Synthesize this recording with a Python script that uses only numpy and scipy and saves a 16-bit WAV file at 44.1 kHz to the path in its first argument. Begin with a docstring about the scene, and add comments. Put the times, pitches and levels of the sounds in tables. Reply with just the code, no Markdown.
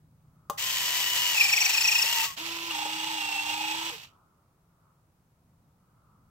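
"""Model aircraft legs in a garage

Close to a two-port microphone, small geared motors fold a model aircraft's landing legs; a switch clicks first.
The near motor is tones at multiples of its shaft speed plus gated noise, labouring once per gear turn under load,
with burr ticks, scrapes, squeals and short whimpers. Two farther motors then run together.
Knocks ring decaying modes of the foam airframe, and fading noise makes the garage answer.
Underneath are coloured noise for traffic rumble, far rush and microphone hiss, and a wavering hum."""
import sys
import numpy as np
from scipy import signal
from scipy.fft import rfft, irfft, next_fast_len
from scipy.io import wavfile
from scipy.ndimage import map_coordinates

SR = 44100
rng = np.random.default_rng(int(sys.argv[2]) if len(sys.argv) > 2 else 0)


def wrap_up_sound(samples):
    """Save the sound to the file named by the first command line argument, as 16-bit audio."""
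    columns = np.atleast_2d(samples).T
    # keep every value between -1 and 1, then stretch to whole-number steps
    tamed = np.clip(columns, -1, 1)
    steps = np.round(tamed * 32767).astype(np.int16)
    wavfile.write(sys.argv[1], SR, steps)


def ratio(d):
    """dB to gain"""
    e = np.asarray(d, float) / 20
    return 10 ** e


N = 277821
T = np.arange(N) / SR
PORTS = np.array([[.5], [-.5]])  # half of a left-right difference for each microphone port


def along(points, hz):
    """Reads (f/Hz, value) points on a log frequency axis."""
    f, value = np.transpose(points)
    return np.interp(np.log(hz + 1), np.log(f + 1), value)


def curves(rows):
    """One value per sample for each column after the time."""
    s, *columns = np.transpose(rows)
    return [np.interp(T, s, column) for column in columns]


def after(s):
    """Seconds since time s, zero before it."""
    return np.clip(T - s, 0, None)


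def wobble(rate):
    """A smooth random curve, rate knots a second."""
    return map_coordinates(rng.standard_normal(int(N * rate / SR) + 4), [T * rate])


def phase(hz):
    """Angle [rad] of a tone or shaft turning at hz."""
    return 2 * np.pi * np.cumsum(hz) / SR


def filtered(x, response):
    """x times a complex response of frequency."""
    m = next_fast_len(N + 8192)
    return irfft(rfft(x, m) * response(np.fft.rfftfreq(m, 1 / SR)), m)[..., :N]


def noise(colour, alike, balance=((1, 0),), lead=((1, 0),), beat=1):
    """Noise at both ports whose middle has rms 1; beat shapes it before the colour."""
    def turn(hz):
        return np.arccos(np.clip(along(alike, hz), 0, 1)) / 2

    def spread(hz):
        return ratio(along(colour, hz)) * [np.cos(turn(hz)), np.sin(turn(hz))]

    def placing(hz):
        return ratio(PORTS * along(balance, hz)) * np.exp(1j * PORTS * along(lead, hz))

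    both, apart = filtered(beat * rng.standard_normal((2, N)), spread)
    pair = filtered(np.array([both + apart, both - apart]), placing)
    return pair / np.std(pair.mean(0))


# colour of garage air and distant traffic: (f/Hz, relative level/dB per Hz)
RUMBLE_COLOUR = [(20, -18.5), (65, -3.5), (134, -0.5), (168, -1), (204, -9), (400, -19), (976, -19.5),
                 (1810, -29.5), (3160, -35), (16000, -35.5)]
# course of the low rumble, before its slow wavering: (t/s, level/dB)
RUMBLE_LEVEL = [(0, -60.5), (3.9, -64), (4.3, -67.5), (6.3, -63)]
# likeness of the rumble at the two ports: (f/Hz, likeness 0-1)
RUMBLE_ALIKE = [(60, 0.92), (300, 1), (1500, 0.031)]
# hum: centre f/Hz, centre level/dB
HUM = (154, -65)
# swells of the far rush: (t/s, peak level/dB, time to fall 10 dB either side/s)
RUSH_SWELLS = [(.5, -71, .2), (4.15, -67, .25), (4.87, -71.5, .13), (6.1, -70.5, .35)]
# colour of the far rush: (f/Hz, relative level/dB per Hz)
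RUSH_COLOUR = [(700, -15), (1300, -0.5), (1500, -13), (1900, -47.5)]


def background():
    """Low rumble, a wavering hum and microphone hiss, with a far rush that comes and goes."""
    low = filtered(noise(RUMBLE_COLOUR, RUMBLE_ALIKE), lambda hz: hz < 300)
    hiss = filtered(noise(RUMBLE_COLOUR, RUMBLE_ALIKE), lambda hz: hz >= 300)
    hum_hz, hum_db = HUM
    hum = ratio(hum_db + 3.5 * wobble(5)) * np.sin(phase(hum_hz + 3 * wobble(8)))
    hum = hum * (T < 4)
    swell = sum(ratio(db - 10 * abs(T - s) / fall) for s, db, fall in RUSH_SWELLS)
    rush = swell * noise(RUSH_COLOUR, [(1000, .4)])
    rumble = ratio(curves(RUMBLE_LEVEL)[0] + 1.2 * wobble(6)) * low
    return rumble + ratio(-65.5) * hiss + hum + rush


# switch and airframe knocks: (t/s, level/dB, crack level against it/dB, f of the modes nearest the blow/Hz)
KNOCKS = [(.4985, -23, -5, 1100), (.5035, -28, -8, 600), (2.04, -33, -14, 600), (2.708, -15.5, -27, 3000),
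          (2.856, -32, -16, 600), (3.9, -38, -15, 800)]
# modes of the foam airframe: (f/Hz, relative level/dB, t60/s)
FRAME_MODES = [(470, -11, .12), (580, -5, .07), (820, -4, .07), (1080, -3, .06), (1180, 0, .05),
               (2800, -7, .04)]


def knocks():
    """Each blow rings mostly the frame modes near where it lands, and adds a short crack."""
    out, t = np.zeros(N + SR), T[:SR // 3]
    for s, db, crack_db, near_hz in KNOCKS:
        ring = np.zeros(len(t))
        for hz, mode_db, t60 in FRAME_MODES:
            reach_db = -15 * abs(np.log2(hz / near_hz))
            mode_db = mode_db + reach_db + rng.normal(0, 1.5)
            ring += ratio(mode_db - 60 * t / t60) * np.sin(2 * np.pi * hz * t)
        onset = 1 - np.exp(-t / 0.00025)
        crack = ratio(crack_db - 60 * t / 0.026) * rng.standard_normal(len(t))
        out[round(s * SR):][:len(t)] += ratio(db) * (ring * onset + crack)
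    return out[:N] * ratio([[1.5], [-1.5]])


# decay of the garage: (f/Hz, t60/s)
GARAGE_DECAY = [(1000, .3), (10000, .2)]


def garage(x):
    """Fading noise as the room's answer: each frequency dies at its own speed."""
    hz, t, z = signal.stft(rng.standard_normal((2, SR // 2)), SR, nperseg=256)
    fade = ratio(-60 * t / along(GARAGE_DECAY, hz)[:, None])
    tail = signal.istft(z * fade, SR, nperseg=256)[1]
    late = np.pad(x, (200, 0))[None]  # the answer starts 200 samples late
    return signal.fftconvolve(late, tail / np.linalg.norm(tail[0]), axes=1)[:, :N]


def spin(run):
    """Speed share and tone dB of a motor whose speed settles exponentially and whose tones die at power off."""
    start_speed, start_db, spin_up_s = .6, -18, .02
    slow = np.exp(-after(run[0]) / spin_up_s)
    db = start_db * slow - 1200 * after(run[1])  # tones fall 1200 dB/s at power off
    return 1 - (1 - start_speed) * slow, np.where(T > run[0], db, -120)


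def chatter(run):
    """Rattle gain: a quick start, bedding in, coasting, standstill."""
    on, off, db, lower_db, coast, halt = run
    db = db - lower_db * np.exp(-after(on) / .12)  # grows in over .12 s
    db = db - 3.5 * (T > off) - coast * after(off)  # drops as the drive is cut, then coasts
    db = db - 230 * after(halt)  # dies at standstill, dB/s
    return ratio(db) * np.clip(after(on) / .009, 0, 1)


def gear(stages):
    """Angle [rad] of the first gear wheel, 0 at its tight spot."""
    s, rate = np.transpose(stages)
    return phase(np.append(0, rate)[np.searchsorted(s, T)])


# resonances of the wing panels that the tones shake: (f/Hz, width/Hz, lift at the centre/dB)
PANELS = [(328, 50, 8), (915, 55, 6), (2480, 348, 4.5)]


def tones(shaft_hz, db, orders, place, flutter_db):
    """Multiples of the shaft speed, each fluttering and lifted where it crosses a panel resonance."""
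    angle, out = phase(shaft_hz), np.zeros((2, N))
    _, balance, lead = place
    for multiple, rel_db in orders:
        hz = multiple * shaft_hz
        lift_db = sum(top / (1 + (2 * (hz - centre) / width) ** 2) for centre, width, top in PANELS)
        size = np.sqrt(2) * ratio(db + rel_db + lift_db + flutter_db * wobble(70))
        usual_hz = np.median(hz[db > db.max() - 15])  # pitch while loud sets the placing
        turning = np.sin(multiple * angle + PORTS * along(lead, usual_hz))
        out += size * ratio(PORTS * along(balance, usual_hz)) * turning
    return out


def loaded(hz, swing, brush_db, tooth_db, turns, orders, place, jitter, throb_db, flutter_db):
    """The tight spot brakes the shaft once a gear turn: the pitch dives and the teeth press harder."""
    wheel, load = gear(turns), np.clip(swing / .05, 0, 1)
    dive = swing * (np.sin(wheel) + .3 * np.sin(2 * wheel))
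    hz = hz * (1 - dive + jitter * (.35 + load) * wobble(150))
    press = load * (np.cos(wheel) - 1)
    uneven_db = 1.6 * load * wobble(25)  # no two passes of the tight spot press alike
    brush = tones(hz, brush_db + throb_db[0] * press, orders[0], place, flutter_db)
    tooth = tones(hz, tooth_db + throb_db[1] * press + uneven_db, orders[1], place, flutter_db)
    return brush + tooth, press, hz, load


def rattle(gain, colour, place, hz, press, gate, throb_db):
    """Teeth and brushes chatter: noise gated once a shaft turn, swelling at the tight spot."""
    beat = ratio(gate * np.cos(phase(hz)) + 1.5 * wobble(400))
    swell = ratio(throb_db * press + 0.71 * wobble(30))
    return gain * swell * noise(colour, *place, beat=beat)


# near motor before spin-up, load and overtone offsets: (t/s, shaft f/Hz, speed swing share, tooth level/dB)
NEAR_COURSE = [(.63, 347, 0, -43), (.74, 350, 0, -40), (.78, 330, .003, -41), (1.1, 328.5, .003, -32),
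               (1.325, 326, .015, -32), (1.365, 288, .04, -25), (1.41, 277, .048, -21),
               (1.5, 271, .086, -26), (1.66, 272, .1, -25.5), (1.75, 291, .045, -28), (1.94, 291, .06, -25),
               (2.05, 304, .05, -29), (2.13, 316, .006, -35), (2.215, 297, .015, -33),
               (2.255, 309, .013, -37.5)]
# its brush tone before the same offsets: (t/s, level/dB)
NEAR_BRUSH_COURSE = [(.8, -52.5), (1.1, -49), (2.15, -50), (2.21, -43), (2.255, -46)]
# its first gear wheel, starting at the tight spot: (from t/s, turns per s)
NEAR_TURNS = [(.6183, 32.8), (1.35, 31.75), (1.413, 23.95), (1.747, 28.28)]
# its power on t/s, power off t/s, base rattle level/dB, cut at first/dB, coasting loss/dB per s, standstill t/s
NEAR_RUN = (.573, 2.255, -30, 5, 165, 2.34)
# its brush and tooth overtones: (multiple of the shaft, level against the family/dB)
NEAR_BRUSH = [(1, -17), (3, 5)]
NEAR_TOOTH = [(9, 1)]
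# colour of its rattle: (f/Hz, relative level/dB per Hz)
NEAR_COLOUR = [(200, -50.5), (400, -21), (1000, -8.5), (1350, -14), (1750, -9), (1900, 1.5), (2100, -7.5),
               (2960, 1.5), (3710, -5), (4400, -5), (7900, -6.5), (8500, -15), (10000, -20), (13200, -11),
               (16000, -18)]
# its place before the ports: (f/Hz, likeness 0-1), (f/Hz, left minus right level/dB), (f/Hz, left lead/rad)
NEAR_PLACE = [(500, .8), (3000, .5), (15000, .3)], [(500, 1), (1030, -2.5), (5500, 4), (7500, -2),
              (10000, 0), (13000, 11.5)], [(900, 1.5), (1900, -1.1), (2500, 1.08), (3000, 2.5),
              (4300, 1.18)]


def near_motor():
    """The motor close to the microphone: shaft tones, and rattle with the scraping of its gearbox."""
    hz, swing, tooth_db = curves(NEAR_COURSE)
    brush_db, = curves(NEAR_BRUSH_COURSE)
    speed, on_db = spin(NEAR_RUN)
    whine, press, hz, load = loaded(hz * speed, swing, brush_db + on_db, tooth_db + on_db, NEAR_TURNS,
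                                    (NEAR_BRUSH, NEAR_TOOTH), NEAR_PLACE,
                                    jitter=.0075, throb_db=(1.5, 7), flutter_db=1.5)
    wheel = gear(NEAR_TURNS)
    scrape = ratio(on_db) * (shell(wheel, load) + squeal(wheel, load)) + burr(wheel)
    chattering = rattle(chatter(NEAR_RUN), NEAR_COLOUR, NEAR_PLACE, hz, press, gate=1.5, throb_db=0.37)
    return whine, scrape + chattering


# colour of the burr's tick: (f/Hz, relative level/dB)
BURR_COLOUR = [(7000, -30), (11000, -6), (13500, 0), (16000, -3)]


def burr(wheel):
    """A burr on the near wheel: one bright tick of random size each turn, mostly on the left port."""
    lead_turns = .14  # ahead of the tight spot
    ticks = np.diff(np.floor(wheel / (2 * np.pi) + lead_turns), prepend=0) > 0
    size = ticks * ratio(-15.5 + 4 * rng.standard_normal(N)) * (T < NEAR_RUN[1])
    return filtered(size, lambda hz: ratio(along(BURR_COLOUR, hz))) * ratio([[3.8], [-7]])


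# gearbox shell, rung as the tight spot engages: (f/Hz, width/Hz, level at full load/dB, lead on the spot/rad)
SHELL_MODES = [(4490, 320, -36, -1.2), (7400, 1000, -35, 1.1), (11000, 900, -44, 1.1)]


def shell(wheel, load):
    """A short noisy scrape in each resonance of the gearbox shell, once a gear turn."""
    out = 0
    for hz, width, db, lead in SHELL_MODES:
        colour = [(hz - 2 * width, -40), (hz - width / 2, -6), (hz, 0),
                  (hz + width / 2, -6), (hz + 2 * width, -40)]
        ring = noise(colour, *NEAR_PLACE)
        out = out + load * ratio(db + 9 * (np.cos(wheel + lead) - 1) + 1.5 * wobble(20)) * ring
    return out


# gear tooth squealing at the tight spot: (t/s, centre f/Hz, glide either side/Hz, minus = falling)
SQUEAL_COURSE = [(1.34, 5600, -350), (1.43, 5270, -50), (1.57, 5600, 250), (1.68, 5780, -100),
                 (1.81, 5330, -250), (1.89, 5720, -300), (1.99, 5300, -200), (2.03, 5650, -300),
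                 (2.08, 5450, -350)]


def squeal(wheel, load):
    """A short chirp once a gear turn, roughened in pitch and level so that no two are alike."""
    lead = 1.1  # on the tight spot, rad
    centre, glide = curves(SQUEAL_COURSE)
    hz = centre + glide * np.sin(wheel + lead) + 150 * wobble(500)
    db = -28 + 7.5 * (np.cos(wheel + lead) - 1) + 2 * wobble(25)
    return load * tones(hz, db, [(1, 0)], NEAR_PLACE, flutter_db=3.5)


# short squeaks as a leg reaches its stop: (t/s, length/s, first f/Hz, last f/Hz, peak level/dB)
WHIMPERS = [(2.165, .04, 1290, 1260, -43), (2.225, .04, 1200, 1290, -41), (2.255, .075, 1140, 1080, -42),
            (3.915, .05, 510, 415, -48)]


def whimpers():
    """A brief gliding tone under a soft arch."""
    out = 0
    for s, length, first_hz, last_hz, db in WHIMPERS:
        u = np.clip((T - s) / length, 0, 1)
        arch = np.sqrt(np.abs(np.sin(np.pi * u))) * (u < 1)
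        out = out + ratio(db) * arch * np.sin(phase(first_hz + (last_hz - first_hz) * u))
    return out


# even far motor before spin-up, pulsing and overtone offsets: (t/s, shaft f/Hz, tooth level/dB)
EVEN_COURSE = [(2.46, 333, -62), (2.7, 335, -60), (2.75, 306.6, -50), (3.13, 324, -48), (3.2, 307, -40),
               (3.36, 299, -38.5), (3.5, 308, -42), (3.67, 316, -50), (3.79, 326.5, -50),
               (3.9, 329.5, -48.5)]
# labouring far motor before load and overtone offsets: (t/s, brush level/dB, tooth level/dB)
LABOUR_COURSE = [(2.72, -43, -65), (2.8, -39, -65), (2.95, -43.5, -65), (3.45, -44.5, -58),
                 (3.54, -41, -46), (3.72, -39, -40), (3.76, -48, -55), (3.89, -52, -65)]
# first gear wheel of the labouring motor, starting at its tight spot: (from t/s, turns per s)
FAR_TURNS = [(2.718, 28.0)]
# power on t/s, power off t/s, base rattle level/dB, cut at first/dB, coasting loss/dB per s, standstill t/s
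EVEN_RUN = (2.364, 3.9, -38, 1, 60, 4.04)
LABOUR_RUN = (2.705, 3.9, -39, 0, 350, 4.0)
# shaft, brush and tooth overtones: (multiple of the shaft, level against the family/dB)
FAR_SHAFT = [(1, -1), (4, -1)]
FAR_BRUSH = [(3, 4.5), (12, -4)]
FAR_TOOTH = [(9, 0.5)]
# colours of the even and the labouring rattle: (f/Hz, relative level/dB per Hz)
EVEN_COLOUR = [(300, -27), (640, -19), (950, -8), (1200, -14), (1680, -15), (2700, -4), (4300, -11),
               (7600, -17), (9300, -30), (11900, -21), (15900, -25)]
LABOUR_COLOUR = [(300, -31), (640, -22), (900, -8), (1080, -16), (1700, -13), (2700, -3.5), (3050, -15),
                 (3340, 3), (3480, -6), (4310, -13), (6500, -12.5), (7200, -18), (8100, -7), (9040, -35),
                 (12000, -27), (16000, -32)]
# their place before the ports: (f/Hz, likeness 0-1), (f/Hz, left minus right level/dB), (f/Hz, left lead/rad)
FAR_PLACE = [(500, .8), (4300, 0.36), (9000, .2)], [(500, -1.5), (4000, -4), (15000, 1)], [(100, 1.5),
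             (860, -1.36), (1900, -2), (2900, -6.5), (4300, -8.5), (8000, -18)]


def far_motors():
    """Two farther motors, one even, one labouring; the even one's teeth pulse a little with the other's load."""
    hz, tooth_db = curves(EVEN_COURSE)
    speed, on_db = spin(EVEN_RUN)
    brush2_db, tooth2_db = curves(LABOUR_COURSE)
    _, on2_db = spin(LABOUR_RUN)
    speed_ratio, swing = .895, .035  # labouring over even speed (one battery feeds both), speed swing share
    labouring, press, *_ = loaded(speed_ratio * hz, swing, brush2_db + on2_db, tooth2_db + on2_db, FAR_TURNS,
                                  (FAR_BRUSH, FAR_TOOTH), FAR_PLACE,
                                  jitter=.003, throb_db=(6.5, 4), flutter_db=1.8)
    hz = hz * speed * (1 + .0045 * wobble(90))
    pulse_db = 7 * (press + .7)  # .7 centres the pulsing on zero
    even = tones(hz, -55 + on_db, FAR_SHAFT, FAR_PLACE, flutter_db=1.3)
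    even = even + tones(hz, -53 + on_db, FAR_BRUSH, FAR_PLACE, flutter_db=1.8)
    even = even + tones(hz, tooth_db + on_db + pulse_db, FAR_TOOTH, FAR_PLACE, flutter_db=3)
    steady = rattle(chatter(EVEN_RUN), EVEN_COLOUR, FAR_PLACE, hz, press, gate=1.5, throb_db=.3)
    throbbing = rattle(chatter(LABOUR_RUN), LABOUR_COLOUR, FAR_PLACE, speed_ratio * hz, press,
                       gate=1.5, throb_db=3.5)
    return even + labouring, steady + throbbing


def scene():
    """Whines, knocks and whimpers ring in the garage over rattle and background."""
    near, near_rattle = near_motor()
    far, far_rattle = far_motors()
    hits = knocks() + whimpers()
    wet = ratio(-8) * near + ratio(-8) * far + ratio(-7) * hits
    answer = garage(filtered(wet.mean(0), lambda hz: hz / (hz + 400)))  # the room returns less bass
    return near + far + hits + answer + near_rattle + far_rattle + background()


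def roll_off(x):
    """The treble ends steeply here."""
    return signal.sosfilt(signal.butter(12, 16890, fs=SR, output="sos"), x)


def record(dry):
    """The camera keeps nothing above its band limit."""
    limited = filtered(dry, lambda hz: hz < 15760)
    return roll_off(limited)


dry = scene()
out = record(dry)
wrap_up_sound(out)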